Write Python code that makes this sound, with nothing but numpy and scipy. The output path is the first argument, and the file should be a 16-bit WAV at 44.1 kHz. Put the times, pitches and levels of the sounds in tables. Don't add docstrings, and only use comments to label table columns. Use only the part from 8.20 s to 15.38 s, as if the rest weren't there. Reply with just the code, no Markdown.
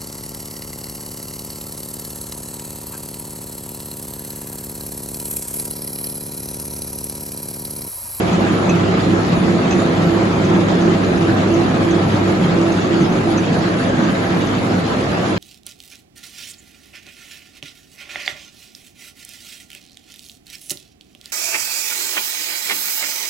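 import sys
import numpy as np
from scipy import signal
from scipy.fft import rfft, irfft, next_fast_len
from scipy.io import wavfile
from scipy.ndimage import uniform_filter1d, map_coordinates

SR = 44100
rng = np.random.default_rng(int(sys.argv[2]) if len(sys.argv) > 2 else 0)


def digitize_waveform(pressure):
    field = np.atleast_2d(pressure).T
    bounded = np.clip(field, -1, 1)
    quanta = np.round(bounded * 32767).astype(np.int16)
    wavfile.write(sys.argv[1], SR, quanta)


N = 316638
TURN_HZ = 2.865


def amp(db):
    return 10 ** (np.asarray(db) / 20)


def unit(x):
    return x / np.sqrt(np.mean(x ** 2) + 1e-20)


def along(points, hz):
    point_hz, values = np.transpose(points)
    return np.interp(np.log(hz + 1), np.log(point_hz + 1), values)


def automation(points):
    return np.interp(np.arange(N) / SR, *np.transpose(points))


def wobble(rate):
    knots = rng.standard_normal(int(N * rate / SR) + 4)
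    return map_coordinates(knots, [np.arange(N) * rate / SR])


def cycle(per_turn, peak_s):
    return np.cos(2 * np.pi * per_turn * TURN_HZ * (np.arange(N) / SR - peak_s))


def filtered(x, response):
    size = next_fast_len(N + SR // 2)
    return irfft(rfft(x, size) * response(np.fft.rfftfreq(size, 1 / SR)), size)[..., :N]


def colour(points):
    return lambda hz: amp(along(points, hz))


def resonances(modes):
    return lambda hz: np.sqrt(sum(
        (amp(db) * hz * width) ** 2 / ((centre ** 2 - hz ** 2) ** 2 + (hz * width) ** 2)
        for centre, width, db in modes))


def noise():
    return rng.standard_normal((2, N))


def patchy_noise(depth_db):
    spectrum = signal.stft(noise(), nperseg=512)[2]
    drift = uniform_filter1d(rng.standard_normal(spectrum.shape[1:]), size=4, axis=0)
    drift = uniform_filter1d(drift, size=9, axis=1)
    return signal.istft(spectrum * amp(depth_db * unit(drift)), nperseg=512)[1][:, :N]


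def noise_burst(order, band_hz, length):
    band = signal.butter(order, band_hz, "bandpass", fs=SR, output="sos")
    return unit(signal.sosfilt(band, rng.standard_normal((2, length))))


def tone(hz):
    return np.sqrt(2) * np.sin(2 * np.pi * (np.cumsum(hz) / SR + rng.random()))


def patter(per_s, level_db, scatter_db):
    count = int(per_s * N / SR)
    when, size = rng.random((count, 2)).T
    return zip((np.arange(count) + when) / per_s, level_db + scatter_db * (2 * size - 1))


def blows(contacts, t60_s, attack_s=.0008):
    out, t = np.zeros(N + SR), np.arange(SR // 4) / SR
    for start, db in contacts:
        out[round(start * SR):][:len(t)] += amp(db - 60 * t / t60_s) * (1 - np.exp(-t / attack_s))
    return out[:N]


def panned(x, left_db):
    return x * amp(np.array([[left_db], [-left_db]]) / 2)


# frequency in Hz, left-right likeness (clipped to -1..1; 1 is mono).
LIKENESS = [(30, 0.83), (120, 0.95), (250, 0.87), (380, 0.74), (520, 0.28), (650, 0.3), (850, 0.16),
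            (1400, -0.11), (1800, -0.33), (2400, 0.038), (4500, 0.11), (5500, 0.053), (6500, 0.77),
            (7600, -1.37)]


def spread(drive, response):
    def mid_side_eq(hz):
        angle = np.arccos(np.clip(along(LIKENESS, hz), -1, 1)) / 2
        return response(hz) * np.array([np.cos(angle), np.sin(angle)])
    mid, side = filtered(drive, mid_side_eq)
    return unit(np.array([mid + side, mid - side]))


# time in seconds, gain in dB.
NIP_CLOSENESS = [(0, -0.5), (1.1, 0), (2.6, 1), (3.6, -2), (4.4, -0.5), (5.4, -5), (5.9, -9.5), (6.4, -10),
                 (7.18, -9)]
# pitch in Hz, width in Hz, relative level in dB.
FRAME_MODES = [(53.7, 8, -16), (73.6, 16, -15), (107.5, 13, -8), (127, 12, -9), (143, 14, -9),
               (169, 2.5, -7.5), (176.3, 10.3, 0.5), (185.6, 26, -5.5), (206, 17, -12), (221, 12, -4),
               (250, 11.4, -7), (266, 14, -19), (305.6, 11.3, -2.5), (336, 29, -7.5)]
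NIP_MODES = [(205.4, 9.7, -6.5), (361, 5, -6), (375.2, 6.9, 0.5), (397.5, 9.8, -5.5)]
# frequency in Hz, EQ gain in dB.
RUMBLE_EQ = [(20, -30), (45, -10.5), (85, -24), (102, -0.5), (200, 1), (320, 4), (400, -1), (560, -27),
             (1200, -108)]


def frame_rumble(cutoff_hz=470, follows_nip=.21):
    def shaken(modes):
        return spread(noise(), lambda hz: resonances(modes)(hz) / np.sqrt(1 + (hz / cutoff_hz) ** 8))
    close_db = automation(NIP_CLOSENESS)
    ring = amp(-19.5) * shaken(FRAME_MODES) + amp(-25.5 + close_db) * shaken(NIP_MODES)
    load_db = .5 * cycle(per_turn=1, peak_s=.22)
    shake_db = follows_nip * close_db + load_db + .5 * wobble(24)
    return amp(shake_db) * ring + amp(-25) * spread(noise(), colour(RUMBLE_EQ))


# time in seconds, level in dB.
HUM_RIDE = [(0, -32), (0.8, -26.5), (1.8, -29), (2.7, -29), (3.6, -27), (4.0, -25), (4.6, -31),
            (5.6, -33.5), (6.1, -31), (7.18, -33.5)]
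SHAFT_RIDE = [(0, -36), (1.8, -33), (3.6, -32), (4.1, -42), (4.8, -33), (5.5, -36), (5.85, -27), (6.2, -30),
              (6.6, -28), (7.18, -30)]
# pitch in Hz, relative level in dB.
GEAR_TONES = [(169, -28), (190.3, -28.5)]
DRIVE_TONES = [(52, -51), (674, -51), (2563, -53), (5970, -77)]


def motor(hum_hz=100, shaft_hz=257, waver_db=2.1):
    close_db = automation(NIP_CLOSENESS)
    hum = amp(automation(HUM_RIDE) + waver_db * wobble(9)) * tone(hum_hz + .7 * wobble(9))
    shaft = amp(automation(SHAFT_RIDE) + waver_db * wobble(7.5)) * tone(shaft_hz + .87 * wobble(4.99))
    gears = sum(amp(db + 2 * wobble(17)) * tone(hz * (1 + .022 * wobble(14)))
                for hz, db in GEAR_TONES)
    drive = sum(amp(db + 1.7 * wobble(6.2)) * tone(hz * (1 + .00189 * wobble(16)))
                for hz, db in DRIVE_TONES)
    return hum + shaft + amp(.9 * close_db) * gears + amp(-.69 * close_db - 7) * drive


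# frequency in Hz, EQ gain in dB.
RATTLE_EQ = [(200, -31), (420, -4.5), (530, -0.5), (570, -3.5), (750, -3.5), (900, -7.5), (1300, -10),
             (1700, -11), (2400, -19), (5000, -99)]
# pitch in Hz, width in Hz, relative level in dB.
ROLLER_MODES = [(449, 19, -2.5), (476, 12, -2), (536.4, 14.4, -1), (601, 13, -4), (669, 16, -2),
                (670, 16, -10), (785, 22, -7), (1018, 13, -6.5), (1141, 11, -6), (1231, 10.4, -4.5),
                (1323, 20, -6)]


def rollers(follows_nip=.13):
    bearings = patchy_noise(depth_db=1.8) * amp(wobble(150))
    rattle = amp(-23) * spread(bearings, colour(RATTLE_EQ))
    ring = amp(-27) * spread(noise(), resonances(ROLLER_MODES))
    return (rattle + ring) * amp(follows_nip * automation(NIP_CLOSENESS))


# frequency in Hz, EQ gain in dB.
HISS_EQ = [(700, -30), (1800, 0), (2600, 1.5), (3500, -0.5), (4400, -3.5), (5000, -7), (5800, -11),
           (6500, -9.5), (7400, -7), (8000, -14), (8600, -68)]


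def paper_hiss(grain_db=1.0, flutter_db=.9):
    fibres = patchy_noise(depth_db=2.1) * amp(grain_db * wobble(900) + flutter_db * wobble(45))
    return amp(-32) * plate_reflections(spread(fibres, colour(HISS_EQ)))


def plate_reflections(x, count=4, gain=.28):
    out, sway_s = x.copy(), .0005 * wobble(1)
    for _ in range(count):
        for side, delay_s in enumerate(rng.uniform(.002, .012, 2)):
            lag = ((delay_s + rng.normal() * sway_s) * SR).astype(int)
            out[side] += gain * x[side].take(np.arange(N) - lag, mode="wrap")
    return unit(out)


def paper_ticks(low_hz=2000, high_hz=6500, db_per_octave=-4, t60_s=.022, pan_db=5):
    out, t = np.zeros((2, N + SR)), np.arange(SR // 25) / SR
    for start, db in patter(per_s=70, level_db=-32, scatter_db=4):
        pitch = np.exp(rng.uniform(np.log(low_hz), np.log(high_hz)))
        grain = noise_burst(2, [.85 * pitch, 1.15 * pitch], len(t))
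        envelope = amp(db + db_per_octave * np.log2(pitch / low_hz) - 60 * t / t60_s)
        out[:, round(start * SR):][:, :len(t)] += panned(envelope * grain, rng.uniform(-pan_db, pan_db))
    return filtered(out[:, :N], lambda hz: hz < 8000)


# frequency in Hz, EQ gain in dB.
AIR_EQ = [(8800, -50), (9700, -2), (10600, 0), (11400, -3.5), (11800, -16)]


def paper_air(level_db=-53.5, flutter_db=1.4):
    envelope = amp(level_db + flutter_db * wobble(22))
    return envelope * unit(filtered(patchy_noise(depth_db=4)[0], colour(AIR_EQ)))


# start in seconds, level in dB.
KNOCK_HITS = [(.120, -27), (.595, -23), (.775, -24), (1.010, -27), (1.616, -27), (2.318, -22.5),
              (2.481, -23), (2.835, -24), (3.015, -27), (3.163, -24.5), (3.225, -25), (4.076, -25),
              (4.260, -26), (5.178, -26), (5.600, -26), (5.825, -24), (5.885, -24)]
# pitch in Hz, width in Hz, relative level in dB.
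HOUSING_MODES = [(1040, 140, -1), (1210, 110, 16), (1470, 180, -14), (1960, 400, -11)]
# frequency in Hz, EQ gain in dB.
CHATTER_EQ = [(450, -40), (850, 0), (1500, 0), (2400, -5), (4300, -13), (5500, -26), (8000, -55)]


def bearing_play(top_hz=7500):
    def housing(hz):
        low_cut = np.clip(hz / HOUSING_MODES[0][0], 0, 1) ** 2
        return resonances(HOUSING_MODES)(hz) * low_cut * (hz < top_hz)
    knocks = blows(KNOCK_HITS, t60_s=.11) * spread(noise(), housing)
    contacts = patter(per_s=34, level_db=-29, scatter_db=3)
    chatter = blows(contacts, t60_s=.03) * spread(noise(), colour(CHATTER_EQ))
    return knocks + chatter


# middle in seconds, level in dB, pitch in Hz, sag as a share of the pitch.
DRONE_NOTES = [(.255, -25, 336, -.005), (.590, -22, 339, 0), (.934, -21.5, 334, 0), (1.316, -22, 341, -.03),
               (1.622, -19.5, 337, .035), (1.964, -18.7, 335, 0), (2.349, -20.7, 340, .055),
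               (2.682, -19.7, 334, .05), (3.041, -19.5, 333.5, .025), (3.354, -18.3, 335, -.01),
               (3.712, -17.5, 336, -.01), (4.067, -22, 341, .01), (4.433, -18, 336.5, .02),
               (4.776, -18.2, 336, .05), (5.131, -21, 333.5, .03), (5.464, -26, 334, .02),
               (5.809, -24, 330, -.03), (6.157, -28, 335, -.03)]


def roller_drone(length_s=.265, fade_s=.092, waver=.008, rough_db=1.6, octave_db=-25):
    t = np.arange(N) / SR
    gain, pitch = np.zeros(N), np.full(N, float(DRONE_NOTES[0][2]))
    for middle, db, hz, sag in DRONE_NOTES:
        since = t - middle
        gate = np.clip((length_s / 2 - np.abs(since)) / fade_s, 0, 1)
        gain += amp(db) * gate
        pitch = np.where(gate > 0, hz * (1 - sag * since / length_s), pitch)
    pitch *= 1 + waver * wobble(40)
    return gain * amp(rough_db * wobble(45)) * (tone(pitch) + amp(octave_db) * tone(2 * pitch))


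# start in seconds, relative level in dB, trim in dB for the low ring
# and low scrape, trim in dB for the whole scrape.
CLINK_HITS = [(.130, -25, -1, -9), (.492, -16.5, 7, -16), (1.507, -19, -1.5, 3), (1.524, -25, 1, 4),
              (1.819, -29, -4, -6), (2.245, -27, -6, -8), (2.612, -25, -4, -7), (2.973, -30, -5, -8),
              (3.338, -24.5, -12, -9), (3.709, -22, -8, -7), (4.519, -23, -7, -7), (4.809, -25, -8, -8),
              (5.175, -19, -10, -9), (5.386, -30, -6, -8), (6.269, -28.5, -6, -8), (6.349, -30, -5, -8)]
# pitch in Hz, relative level in dB, seconds to fall by 60 dB.
STEEL_MODES = [(2560, -1, .17), (5970, -3, .1), (6190, -10, .06), (6425, 0, .07), (6540, -7, .06),
               (6720, -10, .07)]


def clinks(attack_s=.0015, bounce_db=-9):
    out, t = np.zeros((2, N + SR)), np.arange(SR // 5) / SR
    hz, mode_db, t60 = np.transpose(STEEL_MODES)[:, :, None]
    rise = 1 - np.exp(-t / attack_s)
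    for start, db, low_db, scrape_db in CLINK_HITS:
        for delay, blow_db in [(0, 0), (rng.uniform(.008, .016), bounce_db)]:
            strength_db = mode_db + (hz < 4000) * low_db + rng.standard_normal(hz.shape)
            blur = .035 * np.cumsum(rng.standard_normal((len(hz), len(t))), axis=1)
            phase = blur + rng.uniform(0, 2 * np.pi, hz.shape) + .5 * rng.standard_normal((2, *hz.shape))
            ring = (amp(strength_db - 60 * t / t60) * np.sin(2 * np.pi * hz * t + phase)).sum(axis=1)
            scrape = amp(scrape_db + low_db - 60 * t / .12) * noise_burst(3, [1700, 3300], len(t))
            edge = amp(scrape_db - 4 - 60 * t / .06) * noise_burst(5, [3500, 7200], len(t))
            clink = amp(db + blow_db - 9) * (ring + scrape + edge) * rise
            out[:, round((start + delay) * SR):][:, :len(t)] += clink
    return out[:, :N]


# middle in seconds, level in dB.
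RUMBLE_SWELLS = [(.47, -22), (1.17, -18.5), (1.85, -22), (2.32, -18), (2.69, -19.5), (2.95, -22),
                 (3.19, -20), (3.52, -20.5), (4.30, -18.5), (4.81, -20), (5.32, -22), (5.86, -17.5),
                 (6.18, -22)]
# frequency in Hz, EQ gain in dB.
SWELL_EQ = [(40, -70), (90, -38), (135, -7), (170, 0), (200, 0), (235, -5), (300, -10), (420, -40),
            (900, -110)]


def rumble_swells(length_s=.25, note_hz=172):
    t = np.arange(N) / SR
    swell = sum(amp(db) * np.cos(np.pi * np.clip((t - middle) / length_s, -.5, .5))
                for middle, db in RUMBLE_SWELLS)
    note = amp(-4 + 1.5 * wobble(20)) * tone(note_hz * (1 + .02 * wobble(16)))
    rumble = spread(noise(), colour(SWELL_EQ))
    return swell * unit(rumble + note)


# time in seconds, level in dB.
SPAN_RIDE = [(0, -50), (4.8, -53), (5.5, -34), (6.1, -32), (6.6, -47), (7.18, -37)]
# pitch in Hz, width in Hz, gain in dB per pass.
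SHEET_MODES = [(1300, 200, -3), (1650, 360, 11), (1910, 180, -2)]


def span_rustle(grain_db=2.5):
    grains = noise() * amp(grain_db * wobble(200))
    ring = resonances(SHEET_MODES)
    return amp(automation(SPAN_RIDE)) * spread(grains, lambda hz: ring(hz) ** 2)


# frequency in Hz, seconds to fall by 60 dB.
HALL_DECAY = [(200, 0.64), (2000, 0.23), (10000, 0.13)]


def hall(x):
    hz, t, spectrum = signal.stft(rng.standard_normal((2, SR // 2)), SR, nperseg=256)
    decay = amp(-60 * t / along(HALL_DECAY, hz)[:, None])
    tail = signal.istft(spectrum * decay, SR, nperseg=256)[1]
    return signal.fftconvolve(x, tail / np.linalg.norm(tail[0]), axes=1)[:, :N]


def scene():
    near = panned(roller_drone(), left_db=-3.5) + clinks() + bearing_play()
    reverb = amp(-22.5) * hall(near)
    low_end = frame_rumble() + rumble_swells() + motor()
    tug = amp(.45 * cycle(per_turn=2, peak_s=.093))
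    web = tug * (rollers() + paper_hiss()) + paper_ticks() + span_rustle() + paper_air()
    return near + reverb + panned(low_end, left_db=-1) + panned(web, left_db=-.33)


def record(dry, top_hz=11750):
    return filtered(dry, lambda hz: hz < top_hz)


dry = scene()
out = record(dry)
digitize_waveform(out)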